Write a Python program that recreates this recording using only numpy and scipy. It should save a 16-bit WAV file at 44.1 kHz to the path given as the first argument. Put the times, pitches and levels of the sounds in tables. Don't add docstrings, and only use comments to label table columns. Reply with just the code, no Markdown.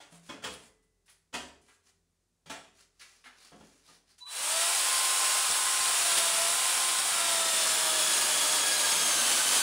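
import sys
import numpy as np
from scipy import signal
from scipy.fft import rfft, irfft, next_fast_len
from scipy.io import wavfile
from scipy.ndimage import uniform_filter1d, map_coordinates

SR = 44100
rng = np.random.default_rng(int(sys.argv[2]) if len(sys.argv) > 2 else 0)


def store_wav(level_fs):
    pcm = np.round(np.clip(np.atleast_2d(level_fs), -1, 1) * 32767)
    wavfile.write(sys.argv[1], SR, pcm.T.astype(np.int16))


N = 424241

# pitch_hz [Hz], relative level_db [dB]
CUTTING = [(120, -30), (240, -11.5), (400, -14), (600, -6), (950, -3.5), (1500, -3.5), (2200, -4),
           (3200, -1), (5700, -4.5), (8000, 0), (9900, 0), (12000, -14), (15700, -13.5)]
# pitch_hz [Hz], relative level_db [dB]
RUSTLE = [(90, -41), (200, -6), (900, -4), (1600, -1.5), (3000, -3.5), (7500, -7.5), (10400, -5.5),
          (11800, -18.5), (15700, -18)]
# pitch_hz [Hz], level_db before mixing [dB], t60_s, the time to fade by 60 dB [s]
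SQUEAL = [(984, -54, 1.2), (3963, -39.5, 1.1)]


def amp(db):
    return 10 ** (np.asarray(db) / 20)


def unit(x):
    return x / np.sqrt(np.mean(x ** 2) + 1e-20)


def along(points, hz):
    point_hz, values = np.transpose(points)
    return np.interp(np.log(hz + 1), np.log(point_hz + 1), values)


def wobble(rate):
    points = rng.standard_normal(int(N * rate / SR) + 4)
    return map_coordinates(points, [np.arange(N) * rate / SR])


def filtered(x, response):
    size = next_fast_len(len(x) + SR // 4)
    spectrum = rfft(x, size) * response(np.fft.rfftfreq(size, 1 / SR))
    return irfft(spectrum, size)[:len(x)]


def coloured(x, spectrum):
    return unit(filtered(x, lambda hz: amp(along(spectrum, hz))))


def resonances(modes, f):
    return sum(amp(db) * 1j * f * width / (centre * centre - f * f + 1j * f * width)
               for centre, width, db in modes)


def room(x, direct_db):
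    # pitch_hz [Hz], t60_s, the time to fade by 60 dB [s]
    echo_times = [(100, 0.74), (500, 0.49), (3000, 0.4), (8000, 0.41), (15000, 0.29)]
    hz, t, noise = signal.stft(rng.standard_normal(SR), SR, nperseg=256)
    fading = noise * amp(-60 * t / along(echo_times, hz)[:, None])
    tail = signal.istft(fading, SR, nperseg=256)[1]
    tail = tail / np.linalg.norm(tail)
    tail[0] += amp(direct_db)
    return signal.fftconvolve(x, tail / np.linalg.norm(tail))[:len(x)]


def shifting_room(x, direct_db, size=14000):
    out = np.zeros(N + SR + 2 * size)
    fade = np.sin(np.pi * np.arange(2 * size) / (2 * size))
    padded = np.pad(x, (0, 2 * size))
    for start in range(4 * SR - size, N, size):
        stretch = padded[start:start + 2 * size] * fade
        piece = room(np.pad(stretch, (0, SR // 2)), direct_db)
        out[start:start + len(piece)] += piece
    return out[:N]


def tone(turns, blur, rate):
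    carrier = np.exp(2j * np.pi * (turns + rng.random()))
    waver = 1 + blur * (wobble(rate) + 1j * wobble(rate))
    return unit(np.real(carrier * waver / np.sqrt(1 + 2 * blur ** 2)))


def clicks(turns, scatter, size_db):
    whole = np.arange(1, int(turns[-1]))
    chance = rng.standard_normal((len(whole), 3))
    at = np.interp(whole + scatter * chance[:, 0], turns, np.arange(N)).astype(int)
    strength = amp(size_db * chance[:, 1]) * np.sign(chance[:, 2])
    return unit(np.bincount(at, strength, N))


def background():
    # pitch_hz [Hz], level_db [dB]
    hum_tones = [(44, -79), (86, -85), (168, -88.5), (393, -94.5)]
    # pitch_hz [Hz], relative level_db [dB]
    air_colour = [(15, -31.5), (25, -5), (64, -10), (91, -10), (391, -16), (831, -24), (2870, -28.5),
                  (6990, -25), (9930, -27), (12300, -37), (15700, -37.5)]
    t = np.arange(N) / SR
    hum = sum(amp(db) * tone(hz * t, blur=0.36, rate=6) for hz, db in hum_tones)
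    return hum + amp(-79.5) * coloured(rng.standard_normal(N), air_colour)


def handling():
    # middle_s [s], half_length_s [s], level_db before the swell and room [dB],
    # pitch_hz of the stressed band [Hz]
    rub_rows = [(0.148, 0.028, -57, 8450), (0.272, 0.031, -60, 7000), (0.538, 0.015, -49, 9600),
                (0.648, 0.025, -59, 8005), (0.84, 0.013, -76, 9000), (1.108, 0.022, -66, 4500),
                (1.709, 0.042, -65.5, 7000), (1.88, .025, -64, 6100), (2.803, 0.034, -61.5, 6030),
                (3.111, 0.081, -63.5, 5500), (3.441, 0.051, -57, 4800), (3.68, 0.13, -64.5, 6170),
                (3.914, 0.046, -58, 5100), (4.112, 0.027, -64.5, 4950)]
    out, t = np.zeros(N + SR), np.arange(SR) / SR
    for middle_s, half_s, db, centre_hz in rub_rows:
        start = int(max(middle_s - .4, 0) * SR)
        flicker_db = 2 * unit(uniform_filter1d(rng.standard_normal(SR), size=200))
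        grain = coloured(rng.standard_normal(SR) * amp(flicker_db), RUSTLE)
        band = [(centre_hz, .5 * centre_hz, 0)]
        boost = 1 + 900 / centre_hz
        stroke = unit(filtered(grain, lambda f: 0.97 + np.abs(resonances(band, f)) ** 2 * boost))
        swell = np.exp(-.5 * ((t + start / SR - middle_s) / half_s) ** 2)
        out[start:start + SR] += amp(db) * stroke * swell
    return room(out[:N], direct_db=4.5)


def taps():
    # start_s [s], level_db before the fade and room [dB], pitch_hz of the stressed band [Hz]
    tap_rows = [(1.057, -54, 9000), (1.078, -48, 2400), (1.092, -46, 10800), (1.612, -54, 7500),
                (1.682, -46.5, 1650), (2.994, -39, 5000), (3.007, -37.5, 2100), (3.009, -40.5, 6500),
                (3.239, -39, 2300), (3.256, -36.5, 1390), (4.179, -42.5, 6900)]
    out, t = np.zeros(N + SR), np.arange(SR) / SR
    for start_s, db, centre_hz in tap_rows:
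        noise = coloured(rng.standard_normal(SR), RUSTLE)
        band = [(centre_hz, 0.85 * centre_hz, 0)]
        grit = unit(filtered(noise, lambda f: 0.1 + np.abs(resonances(band, f))))
        crunch = grit * amp(-60 * t / 0.077) * (1 - np.exp(-t / 0.011))
        out[round(start_s * SR):][:SR] += amp(db) * room(crunch, direct_db=-2.5)
    return out[:N]


def hollow_notes():
    # start_s [s], pitch_hz [Hz], level_db before the soft attack [dB], t60_s [s]
    note_rows = [(.122, 169, -52.5, 1), (0.5, 72, -56, 0.6), (1.39, 72, -53.5, 0.62), (2.462, 161, -54, .5),
                 (3.257, 250, -59, 0.24), (3.53, 215, -58, .4), (3.603, 215.5, -52.5, 0.31),
                 (3.885, 1217, -52, 0.13)]
    out, t = np.zeros(N), np.arange(SR) / SR
    for start_s, hz, db, t60 in note_rows:
        swell = amp(db - 60 * t / t60) * (1 - np.exp(-t / 0.0056))
        out[round(start_s * SR):][:SR] += swell * np.sin(2 * np.pi * hz * t)
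    return out


def blow(brightness):
    # pitch_hz [Hz], relative level_db before brightness [dB]
    crunch_colour = [(25, -38), (50, -16), (75, -4), (110, -15), (170, -7.5), (270, -4.5), (400, -5.5),
                     (600, -3), (900, -6.5), (1500, -8), (2400, -11), (3270, -7.5), (3800, -16),
                     (7700, -18.5), (10400, -25.5), (11800, -39), (15700, -36)]
    # pitch_hz [Hz], # relative
    # level_db before brightness and chance [dB], t60_s [s]
    ringing_modes = [(168.3, -7.5, 0.44), (282.2, -8.5, 0.7), (395, -20.5, 1.6), (436, -15.5, 1.1),
                     (653, -7, 0.51), (875, -1, 0.23), (1400, -5, 0.26), (2000, -26.5, 1.16),
                     (3305, -7.5, 0.46), (3320, -7, 0.28)]
    attack_s, crunch_t60_s, ring_db = 0.0087, 0.077, -21.5
    t = np.arange(SR) / SR

    def tilt_db(hz):
        return brightness * np.log2(hz / 1500)

    colour = [(hz, db + tilt_db(max(hz, 200))) for hz, db in crunch_colour]
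    grit = coloured(rng.standard_normal(SR), colour)
    crunch = grit * amp(-60 * t / crunch_t60_s) * (1 - np.exp(-t / attack_s))
    ring = np.zeros(SR)
    for hz, db, t60 in ringing_modes:
        level_db = db + tilt_db(hz) + rng.normal(0, 2.1)
        ring += amp(level_db - 60 * t / t60) * np.sin(2 * np.pi * hz * t)
    return room(crunch, direct_db=-5.5) + amp(ring_db) * ring * (1 - np.exp(-t / 0.0052))


def knocks(count=2):
    # start_s [s], level_db before the blow's own shape [dB],
    # brightness [dB per octave], lead_s by which one end touches first [s]
    knock_rows = [(.001, -36.5, 1.3, 0.0055), (.12, -46.5, -1.5, 0.00021), (.290, -27.5, -0.3, .004),
                  (.437, -21, 1.5, 0.016), (1.337, -20.5, 1.4, .010), (2.496, -24.5, 1.9, 0.038),
                  (3.517, -39.5, -3.0, 0.00056), (3.602, -43.5, -2.5, 0.0023), (3.885, -48, -2, 0)]
    touch_db = -14
    rock_s, rock_db, rock_loss_db = 0.07, -18.5, 5.5
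    out = np.zeros(N + SR)
    for start_s, db, brightness, lead_s in knock_rows:
        contacts = [(start_s, db)]
        if lead_s > 0 and start_s > lead_s:
            contacts.append((start_s - lead_s, db + touch_db))
        for k in range(count):
            rock_at = start_s + rock_s * (k + rng.uniform(.8, 1.2))
            contacts.append((rock_at, db + rock_db - rock_loss_db * k))
        for at, level_db in contacts:
            out[round(max(at, 0) * SR):][:SR] += amp(level_db) * blow(brightness)
    return out[:N]


def motor_start():
    t = np.arange(N) / SR
    held = np.clip((t - 4.203) / 0.023, 0, 1) * np.clip((4.262 - t) / 0.028, 0, 1)
    since = np.maximum(t - 4.26, 0)
    direct = sum(amp(db) * np.sin(2 * np.pi * hz * t) for hz, db, t60 in SQUEAL)
    walls = sum(amp(db - 60 * since / t60) * tone(hz * t, blur=0.34, rate=36)
                for hz, db, t60 in SQUEAL)
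    walls_fade_in = np.clip((t - 4.215) / 0.05, 0, 1)
    return 0.77 * held * direct + 0.5 * walls_fade_in * walls


def rotor_catch():
    middle_s, half_s, rise_hz_per_s = 4.265, 0.025, 3300
    level_db = -56
    t = np.arange(N) / SR
    since = np.clip(t - middle_s + 2 * half_s, 0, None)
    sweep = np.sin(2 * np.pi * (SQUEAL[0][0] * t + .5 * rise_hz_per_s * since ** 2))
    swell = np.exp(-.5 * ((t - middle_s) / half_s) ** 2)
    return room(amp(level_db) * swell * sweep, direct_db=-2)


def snag():
    t = np.arange(N) / SR
    swell = np.exp(-.5 * ((t - 6.183) / 0.0097) ** 2)
    grab = swell * coloured(rng.standard_normal(N), CUTTING)
    return amp(-23.0) * room(grab, direct_db=2)


def effort():
    # time_s [s], pace before the run-up is applied [cutters per second]
    pace_rows = [(5.8, 349), (6.0, 344.5), (6.2, 337), (6.4, 335), (6.6, 346.5), (7.05, 347.5), (7.5, 328),
                 (7.9, 316.5), (8.2, 310), (8.5, 310), (9.05, 299), (9.3, 280.5)]
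    free_hz, power_on_s, spin_up_s = 349, 4.17, 0.225
    taut_hz, full_load_hz = 4.1, 69
    entry_s, sink_s = 5.87, 3.3
    rattle_db, load_gain_db, kerf_loss_db = -28.5, 2.5, 1.4
    kerf_shade = 0.17
    t = np.arange(N) / SR
    pace_s, pace_hz = np.transpose(pace_rows)
    pace = np.interp(t, pace_s, pace_hz)
    spin = np.tanh(np.maximum(t - power_on_s, 0) / spin_up_s)
    speed = spin * pace
    tension = 1 - np.exp(-np.maximum(free_hz - speed, 0) / taut_hz)
    load = np.maximum(free_hz - pace, 0) / full_load_hz
    depth = np.clip((t - entry_s) / sink_s, 0, 1)
    level_db = rattle_db + load_gain_db * np.sqrt(load) - kerf_loss_db * np.tanh(depth / kerf_shade)
    return speed, tension, load, depth, amp(level_db) * spin ** 2.5


def chain_slap():
    t = np.arange(SR // 20) / SR
    out, rattle_gain = np.zeros(N + len(t)), effort()[-1]
    for when, softness, pick in rng.random((110, 3)):
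        start = int((4.4 + when * (N / SR - 4.4)) * SR)
        ring = np.sin(2 * np.pi * (3300 + 2300 * pick) * t) * amp(-60 * t / 0.049)
        tick = coloured(rng.standard_normal(len(t)), CUTTING) * amp(-60 * t / 0.017)
        gain = rattle_gain[start] * amp(2.0 - 9.2 * softness)
        out[start:start + len(t)] += gain * (0.76 * ring + tick)
    return room(out[:N], direct_db=5.5)


def chain_rattle(turns, tension, depth, rattle_gain):
    # pitch_hz [Hz], relative level_db [dB]
    free_colour = [(120, -57), (240, -30.5), (340, -23.5), (430, -17.5), (650, -10.5), (950, -6),
                   (1500, -7), (1900, -9), (3100, -5), (6200, -8.5), (8000, -3), (9900, -2.5),
                   (12000, -18.5), (15700, -16.5)]
    # pitch_hz [Hz], width_hz [Hz], relative level_db [dB]
    bar_modes = [(1154, 23, 1.5), (1298, 40, 2.5), (1635, 40, 5), (2320, 17, 0), (4340, 28, -26),
                 (5490, 65, 6.5)]
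    links = shifting_room(clicks(2 * turns, scatter=.3, size_db=1.5), direct_db=-10.5)
    scrape = 1.26 * rng.standard_normal(N)
    waver_db = 0.48 * wobble(40) + .5 * tension * wobble(14) + 0.26 * wobble(5.1)
    steel = (links + scrape) * amp(waver_db)
    steel = filtered(steel, lambda f: np.abs(1 + 0.27 * resonances(bar_modes, f)))
    blend = (1 - depth) * coloured(steel, free_colour) + depth * coloured(steel, CUTTING)
    return rattle_gain * unit(blend)


def wood_rumble(turns, load):
    # pitch_hz [Hz], relative level_db [dB]
    rumble_colour = [(40, -26), (70, -9), (115, -10), (170, 3.5), (240, -8.5), (330, 2), (460, 2), (560, 7),
                     (800, -36), (1500, -37)]
    idle_db, full_load_db = -80, -51.5
    impacts = shifting_room(clicks(turns, scatter=0.38, size_db=3.5), direct_db=-3)
    return (amp(idle_db) + amp(full_load_db) * np.sqrt(load)) * coloured(impacts, rumble_colour)


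def running_tones(turns, speed, tension, load):
    # multiple of the cutter rate, slack_db and taut_db before run-up and saw body [dB]
    tone_rows = [(1, -60.5, -64.5), (2, -69, -49), (2.286, -50.5, -59), (2.857, -56, -61),
                 (3, -43.5, -49.5), (3.57, -51, -57), (4, -58, -45), (4.25, -49, -61), (5.71, -53.5, -49),
                 (6.59, -69, -60), (7, -58, -52), (11, -52, -45.5), (13.56, -51.5, -46.5),
                 (15.5, -48.5, -57)]
    # pitch_hz [Hz], width_hz [Hz], relative level_db [dB]
    shell_modes = [(653, 65, 2.5)]
    drive = np.minimum(speed / 335, 1) ** 7
    blur = 0.21 + 0.8 * load ** 2
    total = np.zeros(N)
    for multiple, slack_db, taut_db in tone_rows:
        level_db = slack_db + tension * (taut_db - slack_db)
        total += amp(level_db) * tone(multiple * turns, blur=blur, rate=12)
    return filtered(drive * total, lambda f: np.abs(1 + resonances(shell_modes, f)))


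def motor_whine(turns, load):
    # multiple of the motor shaft rate, relative level_db [dB]
    motor_rows = [(4, -4), (8, -3.5), (12, -3), (16, -0.5), (20, -10)]
    # pitch_hz [Hz], width_hz [Hz], relative level_db [dB]
    housing_modes = [(1620, 125, -1), (3420, 850, 1), (4270, 190, 4), (6380, 210, 4.5)]
    shaft_ratio = 1.356
    idle_db, labour_db, labour_load = -57.5, -43, 0.21
    strain = amp(idle_db) + amp(labour_db) * np.tanh((load / labour_load) ** 2)
    shaft = strain * sum(amp(db) * tone(multiple * shaft_ratio * turns, blur=2.2, rate=15 * multiple)
                         for multiple, db in motor_rows)
    return filtered(shaft, lambda f: .4 + np.abs(resonances(housing_modes, f)))


def chainsaw():
    speed, tension, load, depth, rattle_gain = effort()
    running = np.clip((np.arange(N) / SR - 4.245) / 0.08, 0, 1)
    turns = np.cumsum(speed) / SR
    rattle = chain_rattle(turns, tension, depth, rattle_gain)
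    wood = wood_rumble(turns, load)
    tones = running_tones(turns, speed, tension, load)
    whine = motor_whine(turns, load)
    return running * (rattle + wood + tones + whine)


def scene():
    mono = background() + handling() + taps() + hollow_notes() + knocks()
    mono = mono + motor_start() + rotor_catch() + snag() + chain_slap() + chainsaw()
    return np.array([mono, mono])


def record(dry):
    top_hz = 15800

    def band(hz):
        treble = np.clip((top_hz + 150 - hz) / 300, 0, 1) ** 2
        return treble * hz ** 4 / (hz ** 4 + 35 ** 4)

    return np.array([filtered(side, band) for side in dry])


dry = scene()
out = record(dry)
store_wav(out)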